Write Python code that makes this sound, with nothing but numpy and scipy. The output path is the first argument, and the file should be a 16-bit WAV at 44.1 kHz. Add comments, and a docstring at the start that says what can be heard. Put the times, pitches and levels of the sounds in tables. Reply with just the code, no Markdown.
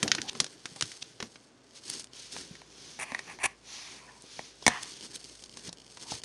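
"""First a cardboard slipcover is picked off a bed and put aside: its edges tick and the mattress thuds.
Then a hand slides a plastic disc case over the swishing sheet. Around three seconds in, fingers scrape
along the rim and the hollow shell flexes and rings. Near 4.7 seconds the catch snaps open and the lid
chatters; last, the lid is folded back and the cover film crinkles. All along, a small microphone sits
close by in a quiet, well damped room."""
import sys
import numpy as np
from scipy import signal
from scipy.fft import rfft, irfft
from scipy.io import wavfile
from scipy.ndimage import uniform_filter1d

SR = 44100
rng = np.random.default_rng(int(sys.argv[2]) if len(sys.argv) > 2 else 0)


def put_to_file(sound):
    """Save the sound as 16-bit audio at rate SR, in the file named by the first command-line argument."""
    columns = np.atleast_2d(sound).T  # one column per channel
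    safe = np.clip(columns, -1, 1)
    whole_steps = np.round(safe * 32767)
    wavfile.write(sys.argv[1], SR, whole_steps.astype(np.int16))


N = 275272
TIME = np.arange(N) / SR


def shell_snaps():
    """The case flexes or its catch lets go: the shell cracks and rings, then its panels flutter."""
    # each snap: start_s, level_db, bass_db, treble_db
    snaps = [(2.553, -12.5, -19, -9), (2.6173, -22, 8.5, 2), (2.99, -13, 5.5, -2), (3.1193, -6.5, 10, -3),
             (3.1474, 7.5, -11, -12), (3.1915, -2, -4, -6), (3.388, -12, 3, -7), (4.3921, -6.5, 11, -4.5),
             (4.6652, 19, 3, 1.5), (4.6791, 17.5, 1.5, 2.5)]
    # the tones of the hollow shell: pitch_hz, ring_s, level_db
    shell_tones = [(249, 0.022, -1.5), (473, 0.01, -5), (730, 0.011, 3), (990, 0.014, 3.5),
                   (1867, 0.016, 6.5), (2250, 0.014, 5.5), (4050, 0.0042, -3.5), (5900, 0.013, -2),
                   (8800, 0.0041, -9)]
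    crack_shape = [(60, -15.5), (160, -8), (1400, -16), (3000, -8), (5600, -6.5), (9000, -9.5),
                   (12000, -36)]
    out = np.zeros(N)
    for start_s, level_db, bass_db, treble_db in snaps:
        detune = 1 + 0.012 * rng.standard_normal(len(shell_tones))
        tones = sum((-1) ** k * gain(tone_db) * ring(pitch_hz * detune[k], ring_s)
                    for k, (pitch_hz, ring_s, tone_db) in enumerate(shell_tones))
        release = gain(-6.5) * burst(ring_s=0.025) + gain(-4) * burst(ring_s=0.0066)
        hit = tones + colour(release, crack_shape)
        flutter = signal.fftconvolve(hit, burst(ring_s=0.023))[:len(hit)]
        shape = [(900, bass_db), (1700, 0), (2400, 0.0061), (3400, treble_db), (7000, 1.14 * treble_db)]
        add(out, start_s, gain(level_db) * colour(hit + gain(-7) * flutter, shape))
    return out


def edge_taps():
    """A card or plastic edge touches down: it cracks, rings its panel and leaves a faint shiver."""
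    # each tap: start_s, level_db, hollow_body_db, panel_db, sharp_edge_db, ring_s
    taps = [(0.029, 7.5, -4.5, 1, -3, 0.028), (0.0787, 4, -6, -4.5, -14, 0.026),
            (0.1167, 14.5, -15, -1, -20.5, 0.014), (0.1493, 2.5, -3, -4, -10, 0.022),
            (0.1824, -8.5, -3, 11.5, -41, 0.038), (0.217, 1.5, -37, -7.5, -11.5, 0.0054),
            (0.331, -19, 3, -1, 0, 0.0089), (0.351, -12.5, 6.5, 0, -19, 0.035),
            (0.4015, 13, -11, -8, -7.5, 0.022), (0.4436, -1, -6.5, -7, -8, 0.0084),
            (0.4641, -9.5, -2.5, -5, -12, 0.024), (0.6563, -5, -2.5, 2, -8, 0.022),
            (0.761, -15, 6.5, -2, -1, 0.06), (0.81, 4, -6.5, -3, -5.5, 0.015),
            (0.8238, 5, -9, -1, -9, 0.014), (0.9174, -12, -14, 0.5, -6, 0.031),
            (1.2025, -6.5, 2, 2.5, -16, 0.021), (1.226, -4, 1, 1, -13, 0.018),
            (1.3571, -20, 1.5, 4.5, -34, 0.032), (1.9968, -11.5, -5, -13, 2.5, 0.007),
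            (2.043, -13, -17, -10, 0.5, 0.0066), (2.365, -11.5, 6.5, 1.5, -6, 0.014),
            (4.222, -23, -19, -29, 6, 0.0035), (4.6242, -14, 3.5, -18, -15, 0.032),
            (5.243, -14, -22, -26, -6, 0.01), (5.4386, -12, -10.5, -15, -10, 0.019),
            (5.5717, -10, -3, -7.5, -6, 0.023), (5.6916, -7.5, -4, -19, -21, 0.012),
            (5.7286, -11, -2.5, -10.5, -4, 0.008), (5.9715, -15, 1.5, -2, -8, 0.035),
            (6.1198, -6, 9.5, -8.5, -14, 0.016), (6.236, -7.5, -4.5, -7, -5, 0.029)]
    out = np.zeros(N)
    for start_s, level_db, body_db, panel_db, edge_db, ring_s in taps:
        panel, crack, shiver = burst(ring_s), burst(ring_s=0.0025), burst(ring_s=0.087)
        hit = panel + gain(-11.5) * (crack + shiver)
        shape = [(40, body_db - 5), (150, body_db), (1080, body_db), (1480, panel_db + 2),
                 (2500, panel_db), (3900, 0.015), (6200, 0), (8500, edge_db), (10200, edge_db - 3),
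                 (12000, edge_db - 36)]
        add(out, start_s, gain(level_db) * colour(hit, shape))
    return out


def lid_chatter():
    """Freed from the catch, the lid chatters against the rim and settles."""
    # how strongly the lid chatters: time_s, level_db
    loudness = [(4.675, -90), (4.685, -29), (4.72, -27), (4.765, -29), (4.8, -35.5), (4.9, -49),
                (4.95, -90)]
    # the tone of the shivering lid: pitch_hz, level_db
    lid_shape = [(50, -13), (150, -7), (330, -5), (560, -9), (1050, 1.5), (1400, -2), (2000, 1.5),
                 (2800, -8), (3600, -10), (6000, -17), (11000, -38)]
    return colour(slips(per_second=2000, spread_db=0, ring_s=0.005) * gain_curve(loudness), lid_shape)


def rim_scrapes(grab_s=0.0027, growth_db=9, slip_off_s=0.0037, brush_rasp_db=-7.5):
    """Tiny slips of the fingers shake the hollow case: softly in a brush, ever harder in a scrape."""
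    # fingers brushing the closed case: fastest_s, speed_up_s, slow_down_s, level_db
    brushes = [(3.11, 0.15, 0.16, -40), (3.31, 0.084, 0.065, -39), (3.49, .06, 0.083, -46.5),
               (3.8, 0.22, 0.53, -47.5)]
    # a fingertip catches on the rim, scrapes and slips off: start_s, length_s, final_db, rasp_db
    scrapes = [(2.99, 0.047, -29, 2), (3.391, 0.034, -32.5, -6), (3.43, 0.032, -18.5, 1)]
    # the tone of the closed case: pitch_hz, level_db
    case_shape = [(60, -9), (280, -4.5), (480, -12), (790, 0.5), (920, -0.5), (1140, 4.5), (1380, -5),
                  (1850, 4), (2300, 7.5), (2560, 1), (2850, -4.5), (3800, -7.5), (6000, -21), (11000, -40)]
    # the tone of the bright rasp on top: pitch_hz, level_db
    rasp_shape = [(500, -9), (2600, -2.5), (4500, -16), (6100, -6), (9400, -6), (10600, -9.5), (12000, -28)]
    case_push = sum(movement(*brush) for brush in brushes)
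    rasp_push = case_push * gain(brush_rasp_db)
    for start_s, length_s, final_db, rasp_db in scrapes:
        age = TIME - start_s
        grip = np.clip(age / grab_s, 0, 1) * np.exp(-np.maximum(age - length_s, 0) / slip_off_s)
        force = grip * gain(final_db - growth_db * np.clip(1 - age / length_s, 0, 1))
        case_push = np.hypot(case_push, force)
        rasp_push = np.hypot(rasp_push, force * gain(rasp_db))
    judder = gain(1.8 * wander(300))
    body, rasp = (judder * slips(per_second=5000, spread_db=1.8, ring_s=0.003) for _ in range(2))
    return colour(body * case_push, case_shape) + colour(rasp * rasp_push, rasp_shape)


def edge_scuffs(release_s=0.00092, lead_s=0.06):
    """Friction grows while an edge is dragged, and stops as it comes free."""
    # each drag: free_s, level_db, build_up_s, treble_db
    scuffs = [(0.297, -21, 0.009, -16), (1.0279, -23.5, 0.0048, -13.5), (1.9007, -23, 0.0018, 5.5),
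              (3.194, -30.5, 0.003, -7), (4.833, -25.5, 0.0036, 2.5), (5.161, -32.5, 0.0066, 4.5),
              (6.112, -28.5, 0.0056, -11)]
    out = np.zeros(N)
    age = TIME[:int(2 * lead_s * SR)] - lead_s  # zero when the edge comes free
    for free_s, level_db, build_up_s, treble_db in scuffs:
        grip = np.exp(np.minimum(age / build_up_s, -age / release_s))
        shape = [(150, -9), (1200, -16), (2300, -6.5), (3200, 2.5), (6000, -0.5), (9000, treble_db),
                 (12000, treble_db - 20)]
        add(out, free_s - lead_s, gain(level_db) * colour(grip * rng.standard_normal(len(age)), shape))
    return out


def plastic_rubs(band_fraction=0.097):
    """Fingers and card judder on plastic: for an instant the slips rasp around one pitch."""
    # each rub: middle_s, pitch_hz, half_length_s, level_db
    rubs = [(0.074, 730, 0.05, -24), (0.268, 815, 0.068, -29), (4.026, 1020, 0.024, -36),
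            (4.091, 1780, 0.028, -34), (4.118, 990, 0.17, -40), (4.638, 5350, 0.031, -38),
            (4.64, 3550, 0.037, -39), (6.084, 930, 0.15, -36.5)]
    out = np.zeros(N)
    friction = slips(per_second=2000, spread_db=2.5, ring_s=0.003)
    for middle_s, pitch_hz, half_length_s, level_db in rubs:
        near = abs(TIME - middle_s) < half_length_s
        swell = np.cos(np.pi / 2 * (TIME[near] - middle_s) / half_length_s) ** 2
        ring_s = np.log(1000) / (np.pi * band_fraction * pitch_hz)  # a narrower band rings longer
        rasp = signal.fftconvolve(swell * friction[near], ring(pitch_hz, ring_s))
        add(out, middle_s - half_length_s, gain(level_db) * rasp)
    return out


def mattress_bumps(base_ring_s=0.044, doubling_db=12):
    """The mattress takes each landing as a dull thud; harder ones ring longer."""
    # each landing: start_s, pitch_hz, level_db
    bumps = [(0.03, 209, 25), (.056, 310, 17.5), (.184, 320, 11), (0.199, 208, 3), (.403, 153, 10),
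             (0.416, 248, 10.5), (0.718, 152, -2), (.829, 125, 11), (1.205, 343, 6), (1.228, 230, 12.5),
             (2.51, 180, 4.5), (3.121, 266, 4), (4.24, 298, -0.5), (5.68, 171, 6.5), (6.121, 273, 2),
             (6.138, 109, 9)]
    out = np.zeros(N)
    for start_s, pitch_hz, level_db in bumps:
        ring_s = base_ring_s * 2 ** (level_db / doubling_db)
        shape = [(pitch_hz / 5, -26), (pitch_hz, -8), (pitch_hz * 2, -14), (pitch_hz * 8, -45)]
        padding = colour(burst(ring_s), shape)
        add(out, start_s, gain(level_db) * (ring(pitch_hz, ring_s) + padding))
    return out


def sheet_strokes(rest_db=-70.5, rest_wander_db=5):
    """A stroke is part smooth swish, part crackle of the catching weave; pressing adds dull bedding."""
    # hand, sleeve or case sliding over the sheet:
    # fastest_s, speed_up_s, slow_down_s, level_db, pressure_db, grit (0 to 1)
    strokes = [(.07, 0.19, 0.45, -51, 13.5, 0.07), (.39, 0.067, .13, -53, 12, 0.5),
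               (.53, .1, 0.099, -61.5, 15.5, 0.7), (.71, 0.22, 0.085, -60, 10, 0.2),
               (.88, 0.19, 0.17, -52.5, 3, 0.6), (1.06, 0.058, 0.15, -57.5, 7, 0.04),
               (1.24, 0.086, 0.058, -54, 8, 0), (1.74, 0.14, 0.14, -67, 0, 0.5),
               (1.77, 0.039, 0.043, -51.5, -13, .25), (1.94, 0.17, .13, -44, 1.5, 0.83),
               (2.19, 0.097, 0.26, -50, -15, 0.22), (2.36, 0.086, 0.17, -46, 5.5, 0.46),
               (2.54, 0.25, 0.2, -56.5, 6.5, 0.05), (2.87, 0.3, 0.31, -53, 3.5, 0.06),
               (3.31, 0.45, 0.14, -56, 8.5, 0.03), (3.5, .1, 0.079, -66, -5, 0),
               (3.76, 0.16, 0.29, -46.5, -23, 0), (3.93, 0.079, 0.16, -53, 4, 0.14),
               (4.11, 0.15, .14, -63, 8, 0.2), (4.38, 0.22, 0.24, -50.5, -5, 0.04),
               (4.87, 0.44, 0.33, -50.5, 0, 0.33), (5.045, 0.038, 0.047, -48.5, 5.5, 1),
               (5.15, 0.087, 0.041, -49, 8, .9), (5.3, 0.25, 0.13, -57, 3, 0.7),
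               (5.6, 0.11, 0.058, -55.5, 8.5, 0.7), (5.675, 0.056, 0.035, -45, 7.5, 0.5),
               (6.031, 0.047, 0.029, -47.5, 6, 0.76), (6.13, 0.1, 0.097, -43, 1.5, 0.6)]
    # the tone of the smooth swish: pitch_hz, level_db
    swish_shape = [(300, -19), (900, -5), (2000, 0), (3300, 6.5), (5500, 7), (6600, 5), (8500, -6),
                   (10300, -4), (12000, -39.5)]
    # the tone of the gritty rustle: pitch_hz, level_db
    rustle_shape = [(300, -13), (1000, -2), (2200, 0), (4000, 7.5), (5200, 12.5), (6500, 9.5), (8500, 7),
                    (10200, 4), (12000, -19.5)]
    # the tone of the padded bed under a pressing hand: pitch_hz, level_db
    bedding_shape = [(30, -20), (90, 2.5), (200, 5.5), (400, 3.5), (650, -3), (900, 0.5), (1900, -9.5),
                     (3200, -20), (7000, -28.5)]
    smooth, pressed = 0, 0
    gritty = gain(rest_db + rest_wander_db * wander(4.8)) ** 2  # a faint rustle stays between strokes
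    for fastest_s, speed_up_s, slow_down_s, level_db, pressure_db, grit in strokes:
        power = movement(fastest_s, speed_up_s, slow_down_s, level_db) ** 2
        smooth += power * (1 - grit)
        gritty += power * grit
        pressed += power * gain(pressure_db) ** 2
    swish = colour(rng.standard_normal(N) * gain(0.7 * wander(60)), swish_shape) + skin_swish()
    weave = slips(per_second=2200, spread_db=2.5, ring_s=0.0045) * gain(2.3 * wander(110))
    padding = slips(per_second=2500, spread_db=0, ring_s=0.0072) * gain(1.2 * wander(40))
    rustle, bedding = colour(weave, rustle_shape), colour(padding, bedding_shape)
    return np.sqrt(smooth) * swish + np.sqrt(gritty) * rustle + np.sqrt(pressed) * bedding


def skin_swish(ring_s=0.0046, wander_db=3.5):
    """Skin on plastic hisses in narrow bands that come and go as the contact shifts."""
    # each band: pitch_hz, level_db
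    bands = [(1250, -14.5), (2300, -1.5), (3400, 1.5), (4200, 2), (5000, -0.5), (6000, 6)]
    out = np.zeros(N)
    for pitch_hz, level_db in bands:
        level = gain(level_db + wander_db * wander(11))
        out += level * signal.fftconvolve(rng.standard_normal(N), ring(pitch_hz, ring_s))[:N]
    return out


def film_crinkles():
    """The thin film over the cover gives in separate, dry ticks, loudest once the case is open."""
    # how strongly the film ticks: time_s, level_db
    loudness = [(0, -57), (1.6, -72), (2, -55), (2.6, -59), (4.6, -80), (4.85, -50.5), (5.9, -58.5)]
    ticks = slips(per_second=38, spread_db=2, ring_s=0.007) * gain_curve(loudness)
    return colour(ticks, [(300, 6.5), (1500, -18), (3200, 4.5), (6000, 1), (9500, -10.5), (12000, -24)])


def room_echo(sound, ring_s, echo_db, delay_s=0.008):
    """The walls add a weak, slightly dull tail to the sound."""
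    tail = colour(burst(ring_s), [(100, 1.5), (2000, -6.5), (6000, -9.5), (11000, -17)])
    late_tail = np.concatenate([np.zeros(int(delay_s * SR)), tail])
    return sound + gain(echo_db) * signal.fftconvolve(sound, late_tail)[:N]


def hiss_and_hum(hiss_db=-61, hum_hz=55.6):
    """Still room air, microphone hiss and a low hum that comes up at about two seconds."""
    # the tone of the air and hiss: pitch_hz, level_db
    hiss_shape = [(15, -79), (25, -29), (49, -38), (91, -15), (118, -4.5), (183, -12), (269, -6),
                  (314, -9.5), (410, -8.5), (700, -15.5), (1410, -20), (1520, -17.5), (1820, -21.5),
                  (7740, -29), (12000, -57), (15600, -85.5), (22000, -120)]
    # the level the hum wavers around: time_s, level_db
    hum_loudness = [(1.9, -76), (2.3, -66.5)]
    hiss = colour(rng.standard_normal(N), hiss_shape)
    hum = gain_curve(hum_loudness) * gain(2.2 * wander(6.3)) * np.sin(2 * np.pi * hum_hz * TIME)
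    return hiss / hiss.std() * gain(hiss_db) + hum


def movement(fastest_s, speed_up_s, slow_down_s, level_db, speed_power=1.97):
    """The loudness of one slide: speed rises and falls in an arc, and friction noise follows it."""
    from_peak = np.maximum((fastest_s - TIME) / speed_up_s, (TIME - fastest_s) / slow_down_s)
    speed = np.sin(np.pi / 2 * (1 - np.clip(from_peak, 0, 1)))
    return gain(level_db) * speed ** speed_power


def slips(per_second, spread_db, ring_s):
    """Surfaces stick and let go in tiny random jumps, each ringing briefly; the overall level is 1."""
    strength = gain(spread_db * np.minimum(rng.exponential(size=N), 4))
    jumps = (rng.random(N) < per_second / SR) * strength * np.sign(rng.standard_normal(N))
    crackle = signal.fftconvolve(jumps, burst(ring_s))[:N]
    return crackle / crackle.std()


def burst(ring_s, size=8192, smoothing=200):
    """Many close panel tones at once: an even noise that fades by about 60 dB in ring_s."""
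    fade = np.exp(-np.log(1000) * TIME[:size] / ring_s)
    spectrum = rfft(rng.standard_normal(size) * fade)
    even = irfft(spectrum / np.sqrt(uniform_filter1d(abs(spectrum) ** 2, smoothing)))
    return even * (np.arange(size) < size - smoothing)


def ring(pitch_hz, ring_s, size=8192):
    """One tone that fades by 60 dB in ring_s; as a filter it passes its own pitch at full level."""
    decay = np.log(1000) / ring_s
    return 2 * decay / SR * np.exp(-decay * TIME[:size]) * np.sin(2 * np.pi * pitch_hz * TIME[:size])


def wander(per_second):
    """A smooth random drift, mostly between -1 and 1."""
    hold = int(SR / per_second)
    steps = np.repeat(rng.standard_normal(N // hold + 1), hold)
    return 1.3 * uniform_filter1d(uniform_filter1d(steps, hold), hold)[:N]


def colour(sound, shape, size=2048):
    """Make each pitch range louder or softer, following (pitch_hz, level_db) points."""
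    pitch_hz, level_db = np.transpose(shape)
    grid_hz = np.maximum(np.fft.rfftfreq(size, 1 / SR), 1)
    log_response = irfft(np.log(gain(np.interp(np.log(grid_hz), np.log(pitch_hz), level_db))))
    # fold the response forward in time, so nothing rings before the hit
    log_response[1:size // 2] *= 2
    log_response[size // 2 + 1:] = 0
    return signal.fftconvolve(sound, irfft(np.exp(rfft(log_response))))[:len(sound)]


def gain(level_db):
    """Turn decibels into a multiplier."""
    return 10 ** (np.asarray(level_db) / 20)


def gain_curve(points):
    """A multiplier that glides through (time_s, level_db) points."""
    return gain(np.interp(TIME, *np.transpose(points)))


def add(out, start_s, sound):
    """Mix a sound in at its start time."""
    i = max(0, int(start_s * SR))
    out[i:i + len(sound)] += sound[:max(0, N - i)]


def scene():
    """All the handling, close up, over the quiet room."""
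    knocks = edge_taps() + shell_snaps() + lid_chatter() + mattress_bumps()
    friction = sheet_strokes() + film_crinkles() + rim_scrapes() + edge_scuffs() + plastic_rubs()
    return (room_echo(knocks + friction, ring_s=0.17, echo_db=-13.5) + hiss_and_hum())[None]


def record(dry, low_hz=55, dip_hz=7650, dip_width_hz=450, top_hz=11900):
    """The microphone thins the bass, has a narrow treble dip, rounds loud peaks and cuts the top."""
    thinned = signal.sosfilt(signal.butter(2, low_hz, "highpass", fs=SR, output="sos"), dry)
    dipped = signal.lfilter(*signal.iirnotch(dip_hz, dip_hz / dip_width_hz, fs=SR), thinned)
    rounded = np.tanh(1.2 * dipped) / 1.2
    return signal.sosfilt(signal.ellip(8, 0.2, 70, top_hz, fs=SR, output="sos"), rounded)


dry = scene()
out = record(dry)
put_to_file(out)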